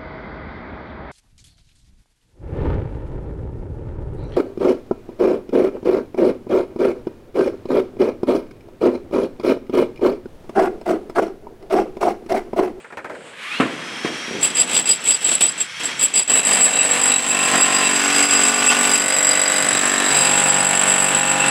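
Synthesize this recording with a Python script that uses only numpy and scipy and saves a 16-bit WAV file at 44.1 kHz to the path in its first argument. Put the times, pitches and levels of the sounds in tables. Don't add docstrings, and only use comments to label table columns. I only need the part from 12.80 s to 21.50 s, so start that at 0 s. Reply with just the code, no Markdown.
import sys
import numpy as np
from scipy import signal
from scipy.fft import rfft, irfft, next_fast_len
from scipy.io import wavfile
from scipy.ndimage import uniform_filter1d, minimum_filter1d, map_coordinates

SR = 44100
rng = np.random.default_rng(int(sys.argv[2]) if len(sys.argv) > 2 else 0)


def generate_wav(sig):
    pcm = np.round(np.clip(np.atleast_2d(sig).T, -1, 1) * 32767).astype(np.int16)
    wavfile.write(sys.argv[1], SR, pcm)


def attenuation_scalar(level_db):
    decades = np.asarray(level_db, float) / 20
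    return 10 ** decades


N = 383669

# time_s, rate_hz
PISTON_RATE = [(0, 53), (3.5, 52.6), (3.85, 50), (4.1, 48.6), (4.45, 47.9), (7, 47.86), (7.3, 47.93),
               (8.7, 47.92)]
BLOW_AT_S = 6.0088
# start_s, peak_db
STRIKES = [(1.6113, -7), (1.6308, -8), (1.6477, -17), (1.7011, -18), (1.753, -12.5), (1.7694, -6),
           (1.7864, -17), (1.8109, -12), (1.8757, -21), (1.8907, -19), (1.9121, -13), (1.9311, -11),
           (1.944, -4), (1.9889, -19), (2.0558, -7.5), (2.0728, -7), (2.0902, -4), (2.1097, -11),
           (2.1326, -15), (2.2025, -25), (2.2174, -18), (2.2389, -18), (2.2573, -10), (2.2743, -10),
           (2.3047, -11), (2.3446, -20), (2.4065, -14), (2.426, -19), (2.4439, -13), (2.4634, -14),
           (2.4818, -13), (2.5138, -12), (2.5522, -16), (2.6065, -4), (2.622, -1), (2.7562, -22),
           (2.7772, -14), (2.7961, -24), (2.8156, -27), (2.9962, -21), (3.0336, -15), (3.0535, -18.5),
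           (3.1937, -6), (3.2107, -8), (3.2276, -2), (3.2461, -5), (3.3384, -15), (3.3558, -10),
           (3.3888, -9), (3.4855, -5)]
# touch_s, rise_s, fall_s, ring_peak_db, scrape_peak_db
BOUNCES = [(1.624, 0.0064, 0.055, -5.5, -14), (1.75, 0.053, 0.037, -5.5, -15.5),
           (1.891, 0.086, 0.042, -9.5, -16), (2.055, 0.054, 0.047, -6, -16.5),
           (2.238, 0.073, 0.058, -6.5, -16.5), (2.422, 0.074, 0.074, -7, -15.5),
           (2.606, 0.0043, 0.095, -4.5, -13.5), (2.776, 0.033, 0.048, -16.5, -21.5),
           (2.994, 0.0038, 0.56, -43, -27.5), (3.029, 0.028, 0.034, -18, -34),
           (3.192, 0.054, 0.023, -5.5, -23), (3.336, 0.042, 0.057, -6.5, -19)]
# time_s, ring_db, push_db
WORK = [(3.477, -30, -37), (3.5, -14, -20), (4, -16, -19.5), (4.5, -20, -21), (4.75, -18, -17.5),
        (5.4, -19, -17.5), (6.1, -16, -17.5), (6.3, -15.5, -19.5), (7.2, -19, -18), (7.45, -15.5, -17.5),
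        (8.7, -18, -19.5)]
# centre_s, length_s, ring_db, push_db
SLIPS = [(3.52, 0.073, 4, -1.5), (3.62, 0.056, -5, -7), (3.74, .03, 8, 3.5), (3.84, 0.053, 11, 2.5),
         (3.91, 0.15, -1.5, -3.5), (4.03, 0.12, 1, -1.5), (4.3, 0.21, 4.5, 1), (4.4, 0.16, -3.5, -4),
         (4.51, 0.039, 3.5, 0), (4.81, 0.091, 6.5, 0), (4.865, 0.052, -4, -1), (5.13, 0.078, -1.5, -1),
         (5.385, 0.073, 8, 2), (5.48, 0.044, -1, -3), (5.64, 0.34, 5.5, 0.5), (5.74, 0.13, -5.5, -2),
         (5.89, 0.026, 13.5, 9), (6.14, 0.087, 5, 0.5), (6.21, 0.15, -3.5, -2), (6.49, 0.13, 2, 0.5),
         (7.39, 0.079, 4.5, 1), (7.7, 0.016, 7, 2), (7.87, 0.047, 2.5, -2), (8.1, 0.045, 7, 4),
         (8.6, 0.14, -2, 1.5), (8.69, 0.076, 4, 2)]
# time_s, share (0-1)
LOOSENESS = [(3.4, .6), (4.5, .72), (5.7, .78), (5.9, .45), (6.3, .3), (7.25, .32), (7.35, .6), (7.55, .55),
             (7.7, .45)]
# time_s, share (0-1)
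REPEATABILITY = [(3.5, .2), (3.9, .5), (4.3, .65), (4.4, .4), (4.6, .7), (6.3, .78), (7.3, .77), (7.45, .6),
                 (7.7, .77)]
BIT_HZ = [4890, 7580, 7870, 8300, 8750, 10000, 10700, 11310, 12500, 14505, 15700]
# width_hz, level_db
BIT_WIDTHS = [(60, -8), (62, 5.5), (56, 8), (450, -14), (170, -9), (95, -14.5), (119, -23), (179, -20),
              (150, -21), (70, -14), (120, -22)]
# centre_s, length_s, level_db
GRIP = [(1.65, .08, 0), (1.81, .06, 5), (1.96, .12, 0), (2.1, 0.098, 7), (2.28, .06, -8),
        (2.335, 0.027, 15), (2.5, .15, -10), (2.63, .06, -17), (2.69, .03, 6), (3.2, .04, -2),
        (3.25, .04, -3), (2.8, .1, -6), (3.6, .25, -6), (3.85, 0.083, -3), (4.8, 0.28, 5.5),
        (5.48, 0.092, 1), (5.66, .12, -2), (6.4, .2, -3), (7.3, .4, 3), (7.6, .12, -4), (5.4, 0.93, 8),
        (6.5, 0.93, 5.5), (8.4, 0.73, -6)]
# pitch_hz, width_hz, level_db
SHANK = [(2670, 90, 0), (3880, 85, 0)]
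SHANK_DB = [
    [-34.5, -32.5, -33.5, -39, -31.5],
    [-40, -39.5, -43, -35.5, -43.5],
]
SHANK_LOOSE_DB = [8, 4]
# centre_s, length_s, low_mode_db, high_mode_db
TWISTS = [(3.5, 0.081, -4, -4), (4, 0.13, 7.5, 6), (4.337, 0.072, 6.5, 14), (5.07, 0.074, 8, 11),
          (5.42, .08, 5, -6), (5.595, 0.15, 4, 1), (5.78, .15, 2, 0), (5.907, 0.11, 13, -7),
          (6.937, 0.097, 1, 6), (6.68, .15, -3, 2), (7.172, 0.13, 2, 4), (7.7, .25, -2, 2),
          (7.373, 0.29, 0, 11.5), (8.117, 0.089, 1, -5), (8.656, 0.18, 8, 2)]
SCRAPE_BENDS = [0.22, 0.082]
# pitch_hz, level_db
SKID = [(100, -18), (200, -4), (600, -3.5), (1400, -10), (2500, -3), (3400, 0.5), (3900, -6), (4400, -8),
        (6300, -11), (9000, -10), (12000, -20), (14000, -55)]
# pitch_hz, level_db
THUD = [(24, -76), (40, -73), (108, -22), (140, -7.5), (282, -0.5), (313, -5.5), (521, -2), (832, -10.5),
        (900, -24), (1170, -18), (1980, -120)]
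THUD_DB = [-8.5, -9.5, -9, -9, -8]
# pitch_hz, level_db
CRUSH = [(400, -64), (700, -1), (1200, 2), (1900, 4), (3000, 2), (4400, -9.5), (6300, -9.5), (9500, -11),
         (11800, -18.5), (15500, -38)]
# centre_s, length_s, thud_db, crush_db
CHIPS = [
    (4.75, 0.081, 5.5, 1),
    (5.925, 0.013, 7, 16),
    (7.53, 0.011, 1, -3),
    (8.13, 0.044, 0, -1.5),
]
# time_s, direction (0-4)
TURN = [(4.1, 0), (4.55, 1), (5.0, 1), (5.2, 2), (6.1, 2), (6.3, 3), (7.25, 3), (7.42, 4)]
# pitch_hz, width_hz, lift_db
FRAME = [
    [(197, 130, 8), (330, 86, 2.5), (650, 350, 8), (1340, 160, -6), (1790, 140, 7)],
    [(200, 60, 3.5), (287, 27, 8), (766, 25, 8), (1030, 70, 10), (1150, 30, -7), (1220, 70, 9.5),
     (1470, 130, 5), (1920, 180, 5)],
    [(240, 25, 7), (287, 22, 11), (332, 25, -14), (403, 70, 9.5), (750, 53, 4.5), (980, 65, -10),
     (1170, 200, 5.5), (1330, 60, -11), (1466, 150, 8), (1590, 60, -6), (1890, 70, -7), (2080, 70, 4)],
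    [(274, 92, 5.5), (521.7, 17, 8), (575, 20, -7), (628, 23, 11), (875, 54, -4), (1160, 130, 2.5),
     (1490, 92, 5), (1720, 210, 3.5), (2020, 210, 7)],
    [(143, 25, 8), (187, 13, 11.5), (527, 14, 6), (575, 20, -4), (629, 28, 8), (814, 25, 9),
     (950, 140, 4.5), (1450, 100, 6.5), (1790, 100, 3.5), (1915, 30, -6)],
]
SLAP_S = [.002, .003, .004, .003, .0007]
SLAP_DB = [14, 14, 17, 22, 20]
OPEN_DB = [-3, -1, 1.5, 0.5, -3]
# time_s, level_db, low_lift_db
MOTOR = [(0.5, -49, -7), (0.62, -31, -16), (0.76, -27.5, -11), (0.82, -33.5, 4), (1.45, -28.5, -6.5),
         (2, -33.5, 5.5), (2.3, -34, -8.5), (2.8, -33.5, -3.5), (2.87, -33.5, -16), (2.98, -30, -29),
         (3.03, -29, -3), (3.15, -28.5, -6.5), (3.5, -38.5, -1)]
# pitch_hz, level_db
FAN = [(35, -80), (60, -46), (120, -8), (234, -1.5), (355, -5), (605, -9), (982, -8.5), (2200, -5.5),
       (4840, -15.5), (5430, -15.5), (11400, -30.5), (15000, -56)]
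# pitch_hz, width_hz, level_db
HOUSING = [(3250, 70, 6), (5960, 60, 9)]
# time_s, drop_hz
LOAD_SAG = [(1.6, 0), (1.75, 330), (2.3, 400), (2.5, 500), (2.87, 460), (3.05, 280), (3.18, 240),
            (3.3, 400)]
# time_s, level_db
WHINE = [(.82, -62), (1, -51), (1.1, -42), (1.53, -37), (1.62, -54), (2.2, -46), (2.5, -46), (2.7, -52),
         (2.88, -45), (3.05, -41), (3.17, -40), (3.25, -52), (3.5, -60)]
# share of mesh pitch, level_db
GEARS = [(.265, -7), (.44, -10), (.5, 1), (.6, -10), (.73, -10), (.95, -22), (1.1, -23)]
# share of mesh pitch, level_db
HUM = [(.31, -9), (.41, -9), (.585, -12), (1.42, -24), (1.649, -16), (2, -29)]
# start_s, peak_db, low_part_db, t60_s
TAPS = [
    (0.044, -28, -5, 0.17),
    (0.103, -31, -16, 0.12),
    (0.124, -24.5, -2, 0.12),
    (0.172, -15, -8.5, 0.16),
    (0.245, -18, -5, 0.16),
    (0.297, -22.5, 5, 0.21),
    (0.35, -23.5, -4, 0.072),
    (0.407, -32, -9, 0.08),
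    (0.533, -29, -28, 0.098),
]
# pitch_hz, level_db
BRICK = [(290, -19), (500, -16), (936, -11), (1190, -17), (1290, -10), (1550, -9), (2480, -18), (2820, -33),
         (14000, -50)]
# start_s, peak_db, crack_db, t60_s
DROPS = [
    (0.799, -5.5, 5, 0.46),
    (1.246, -13.5, 1.5, 0.56),
    (1.479, -26, -15, 0.45),
    (1.509, -21, -13, 1),
    (1.549, -17, -15, 0.46),
    (4.739, -21, 15, 0.46),
]
# pitch_hz, width_hz, level_db
PLYWOOD = [(170, 113, -3.5), (290, 87, 3.5), (432, 130, -1.5), (640, 200, -10)]
# pitch_hz, level_db
SPLIT = [(410, -43), (700, 6), (893, -16), (1020, -1), (2660, -6), (6040, -34), (8110, -23.5), (15000, -51)]
# pitch_hz, level_db
YARD = [(47, -54), (80, -5), (151, 6), (325, -3), (493, 7), (684, -0.5), (2780, -1.5), (5980, -20.5),
        (8120, -7), (15000, -45)]
# time_s, level_db
YARD_LEVEL = [(0.0, -45), (0.284, -55), (0.368, -45), (0.6, -42)]
# pitch_hz, level_db
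PLANKS = [(20, -30), (60, -13), (130, -4), (200, -7), (400, -60)]


def bit(bite_db):
    burst, scratch = bounces()
    level = burst + attenuation_scalar(bite_db + 0.8 * wobble(9.6))
    accent = accents(burst)
    blow, _ = piston()
    shake = shocks(along(LOOSENESS), scatter_db=1.4, t60=.012, clean=.4, accent=accent)

    def ping():
        return attenuation_scalar(1.6 * rng.standard_normal(blow.max() + 1))[blow]

    low, *high = rings(shake, [(hz, *mode) for hz, mode in zip(BIT_HZ, BIT_WIDTHS)])
    ring = -attenuation_scalar(bumps(GRIP)[0]) * ping() * low
    for k, mode in enumerate(high):
        ring = ring + (-1) ** min(k, 3) * attenuation_scalar(1.6 * wobble(11)) * mode

    bend = 0
    settings = zip(SCRAPE_BENDS, SHANK_DB, SHANK_LOOSE_DB, bumps(TWISTS), rings(shake, SHANK))
    for share, db, loose_db, twist_db, mode in settings:
        bend_db = 0.5 * (bite_db + 12) + facing(db)
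        bend_db = bend_db + loose_db * along(LOOSENESS) + twist_db + 0.7 * wobble(13)
        gain = share * scratch + (bite_db > -60) * attenuation_scalar(bend_db)
        bend = bend + gain * ping() * unit(mode)

    scrape = shocks(0.49, scatter_db=1.5, t60=0.14, accent=np.sqrt(accent))
    scrape = unit(filtered(scrape, colour(SKID)))
    return attenuation_scalar(-0.97) * level * even(ring) + bend + attenuation_scalar(-4.0) * scratch * scrape


def wall(bite_db, push_db):
    thud_db, crush_db = push_db + bumps(CHIPS)
    thud_db = thud_db + facing(THUD_DB) + 0.5 * wobble(9.2)
    crush_db = crush_db + 0.38 * wobble(11)
    blow, _ = piston()
    strength = attenuation_scalar(1.1 * rng.standard_normal(blow.max() + 1))[blow]
    blows = (np.diff(blow, prepend=blow[0]) != 0) * strength
    repeat_hz = 2570
    t = np.arange(3685) / SR
    f = np.fft.rfftfreq(len(t), 1 / SR)
    turn, echo = along(TURN), 0
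    for k, view in enumerate(FRAME):
        slap = attenuation_scalar(SLAP_DB[k]) * (np.arange(len(t)) == round(SLAP_S[k] * SR))
        tails = rng.standard_normal((2, len(t))) * attenuation_scalar(-60 * t / .14)
        z = rfft(tails - [slap, 0 * t])
        lift = attenuation_scalar(sum(db / (1 + (2 * (f - c) / w) ** 2) for c, w, db in view))
        lift = lift / (1 + (f / repeat_hz) ** 6)
        firm, drift = irfft(z / np.abs(z) ** .9 * lift, len(t))
        near = blows * np.sqrt(np.clip(1 - np.abs(turn - k), 0, 1))
        echo = echo + signal.oaconvolve(near, firm)[:N]
        echo = echo + signal.oaconvolve(0.61 * near * wobble(2.203), drift)[:N]
    grit = unit(shocks(0.4, scatter_db=1.2, t60=0.15))
    grit = filtered(grit, lambda f: attenuation_scalar(5 / (1 + (repeat_hz / (f + 1)) ** 6)))
    same = along(REPEATABILITY)
    force = np.sqrt(same) * even(echo) + np.sqrt(1 - same) * 2.6 * grit
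    thud = attenuation_scalar(thud_db) * even(filtered(force, colour(THUD)))
    crush = attenuation_scalar(crush_db - 2.5) * even(filtered(force, colour(CRUSH)))
    return (bite_db > -60) * (thud + crush)


def chisel():
    bite_db, push_db = work()
    tool = bit(bite_db) + wall(bite_db, push_db)

    def thin(f):
        return 1 / (1 + ((f - 5900) / 750) ** 4) + 1 / (1 + ((f - 12500) / 800) ** 4)

    return tool + (attenuation_scalar(facing(OPEN_DB)) - 1) * filtered(tool, thin)


def piston():
    t = np.arange(N) / SR
    rate = along(PISTON_RATE)
    turns = np.cumsum(rate) / SR
    turns = turns - turns[round(BLOW_AT_S * SR)] + 400
    hits = np.r_[0, np.sort(np.transpose(STRIKES)[0])]
    last = np.searchsorted(hits, t, "right") - 1
    early = t < WORK[0][0]
    blow = np.where(early, last, turns.astype(int))
    return blow, np.where(early, t - hits[last], (turns % 1) / rate)


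def shocks(loose, scatter_db, t60, clean=0, accent=1):
    blow, since = piston()
    strength, rebound = rng.standard_normal((2, blow.max() + 1))[:, blow]
    later = since - .006 - 0.0013 * rebound
    struck = attenuation_scalar(-60 * since / t60) + .45 * (later > 0) * attenuation_scalar(-60 * np.abs(later) / t60)
    rattle = unit(attenuation_scalar(4 * wobble(220) + 1.6 * wobble(25)))
    loose = np.clip(loose, 0, 1)
    size = accent * attenuation_scalar(scatter_db * strength)
    at = np.flatnonzero(np.diff(blow)) + 1
    scatter = np.round(.0001 * SR * rebound[at]).astype(int)
    late = np.clip(at + scatter, 0, N - 1)
    click = np.sqrt((1 - loose) * clean) * unit(np.bincount(late, size[at], N))
    gate = np.sqrt((1 - loose) * (1 - clean)) * unit(size * struck) + np.sqrt(loose) * rattle
    return click + rng.standard_normal(N) * gate


def bounces():
    t, ring, scrape = np.arange(N) / SR, np.zeros(N), np.zeros(N)
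    shape_db = [-35, -25, -20.5, 0, -14, -76]
    for s, rise, fall, ring_db, scrape_db in BOUNCES:
        off = s + rise + fall
        times = [s - 0.031, s - .004, s, s + rise, off, off + 0.12]
        under = np.interp(t, times, shape_db, -200, -200)
        ring = ring + attenuation_scalar(ring_db + under)
        scrape = scrape + attenuation_scalar(scrape_db + 0.71 * under)
    return ring, scrape


def accents(burst):
    blow, _ = piston()
    s, db = np.transpose(sorted(STRIKES))
    gain = np.ones(blow.max() + 1)
    swell = burst[(s * SR).astype(int) + 200] + 1e-9
    gain[1:len(s) + 1] = np.clip(attenuation_scalar(db - 3) / swell, .5, 1.9)
    return gain[blow]


def work():
    return np.array(curves(WORK)) + bumps(SLIPS)


def motor():
    t = np.arange(N) / SR
    fan_db, low_db = curves(MOTOR)
    fan = attenuation_scalar(fan_db + .8 + 1.2 * wobble(30)) * hiss(colour(FAN))
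    fan = fan + (attenuation_scalar(low_db) - 1) * filtered(fan, lambda f: 1 / (1 + (f / 1100) ** 4))
    fan = fan + (t > .9) * sum(rings(fan, HOUSING))

    mesh_hz, lag_s, speed_up_s = 5760, .34, .315
    hz = mesh_hz * (1 - np.exp(-(t - lag_s) / speed_up_s)) - along(LOAD_SAG)

    def top(f):
        return 1 / (1 + (4130 / (f + 1)) ** 8) / (1 + (f / 7600) ** 8)

    dull = attenuation_scalar(-31 * np.clip(1 - hz / mesh_hz, 0, 1))
    fan = fan + (dull - 1) * filtered(fan, top)
    phase = 2 * np.pi * np.cumsum(hz + 7 * wobble(150)) / SR
    whine = attenuation_scalar(curves(WHINE)[0] + 1.5 * wobble(40)) * np.sin(phase)

    start_s, end_s, rise_s = .54, .795, .2
    wind = 2 * np.pi * np.cumsum(np.interp(t, (start_s, end_s), (2650, 5950))) / SR
    swell = np.clip((t - start_s) / rise_s + 0.083, 0, 1) ** 2 * (t < end_s)
    rising = 0
    for share, db in GEARS:
        rising = rising + attenuation_scalar(db) * (1 + .5 * wobble(90)) * np.sin(share * wind + .6 * wobble(280))
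    running = sum(attenuation_scalar(db) * wobble(200) * np.sin(share * phase) for share, db in HUM)
    return fan + whine + attenuation_scalar(-30) * swell * rising + attenuation_scalar(fan_db - 4.5) * (t > .85) * running


def hammer_taps():
    low = modes([(400, 360, -1.5), (603, 270, -0.5)])
    return knocks(TAPS, colour(BRICK), low, extra_share=3.3, push_db=5.0)


def brick_drops():
    return knocks(DROPS, modes(PLYWOOD), colour(SPLIT), extra_share=0.64, push_db=13.0)


def knocks(events, body, extra, extra_share, push_db):
    out, t = np.zeros(N + SR), np.arange(SR // 2) / SR
    push = filtered(np.exp(-t / 0.00025), body) * attenuation_scalar(-60 * t / 0.05)
    push = attenuation_scalar(push_db) * push / np.abs(push).max()

    def shape(t60):
        return (1 - np.exp(-t / 0.0009)) * (attenuation_scalar(-60 * t / t60) + 0.6 * attenuation_scalar(-60 * t / 0.06))

    for s, db, extra_db, t60 in events:
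        main = shape(t60) * hiss(body, len(t)) - push
        second = shape(t60 * extra_share) * hiss(extra, len(t))
        out[round(s * SR):][:len(t)] += attenuation_scalar(db - 10.5) * main + attenuation_scalar(db + extra_db - 15.0) * second
    return out[:N]


def planks():
    rumble = attenuation_scalar(-52 + 3.4 * wobble(4.2)) * hiss(colour(PLANKS))
    return rumble * (np.arange(N) / SR > BOUNCES[0][0])


def yard():
    return attenuation_scalar(curves(YARD_LEVEL, off_db=-50)[0] + 2.9 * wobble(18.0)) * hiss(colour(YARD))


def rings(force, rows):
    m = next_fast_len(N + 8192)
    f, z = np.fft.rfftfreq(m, 1 / SR), rfft(force, m)
    out = []
    for c, w, db in rows:
        response = modes([(c, w, 0)])(f) * modes([(c, 7 * w, 0)])(f)
        out.append(attenuation_scalar(db) * irfft(z * response, m)[:N])
    return out


def modes(rows):
    def response(f):
        total = 0
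        for k, (c, w, db) in enumerate(rows):
            total = total + (-1) ** k * attenuation_scalar(db) * 1j * f * w / (c * c - f * f + 1j * f * w)
        return total
    return response


def colour(points):
    f, v = np.transpose(points)
    return lambda hz: attenuation_scalar(np.interp(np.log(hz + 1), np.log(f), v))


def filtered(x, response):
    m = next_fast_len(len(x) + 8192)
    return irfft(rfft(x, m) * response(np.fft.rfftfreq(m, 1 / SR)), m)[:len(x)]


def hiss(response, size=N):
    return unit(filtered(rng.standard_normal(size), response))


def unit(x):
    return x / np.sqrt(np.mean(x ** 2) + 1e-20)


def even(x):
    return x / np.sqrt(np.abs(uniform_filter1d(x ** 2, SR // 6)) + 1e-9)


def wobble(rate):
    coarse = np.arange(0, N + 16, 16)
    knots = rng.standard_normal(int(N * rate / SR) + 4)
    return np.interp(np.arange(N), coarse, map_coordinates(knots, [coarse * rate / SR]))


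def curves(rows, off_db=-90):
    s, first, *cols = np.transpose(rows)
    t = np.arange(N) / SR
    return [np.interp(t, s, first, off_db, off_db)] + [np.interp(t, s, c) for c in cols]


def along(rows):
    return np.interp(np.arange(N) / SR, *np.transpose(rows))


def facing(values):
    return np.interp(along(TURN), np.arange(len(values)), values)


def bumps(rows):
    t, out = np.arange(N) / SR, np.zeros((len(rows[0]) - 2, N))
    for s, length, *db in rows:
        near = slice(round((s - 2 * length) * SR), round((s + 2 * length) * SR))
        out[:, near] += np.outer(db, np.exp(-(2 * (t[near] - s) / length) ** 2))
    return out


def scene():
    return (chisel() + motor() + hammer_taps() + brick_drops() + planks() + yard())[None]


def low_pass(x):
    return signal.sosfilt(signal.butter(12, 16470, fs=SR, output="sos"), x)


def record(dry):
    def microphone(f):
        return (1j * f / (90 + 1j * f)) ** 2 / (1 + (f / 12500) ** 6) * (f < 15780)

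    x = filtered(dry[0], microphone)
    need = np.minimum(1, .73 / (np.abs(x) + 1e-9))
    gain = uniform_filter1d(minimum_filter1d(need, size=257), size=129)
    return low_pass((gain * x)[None])


dry = scene()
out = record(dry)
generate_wav(out)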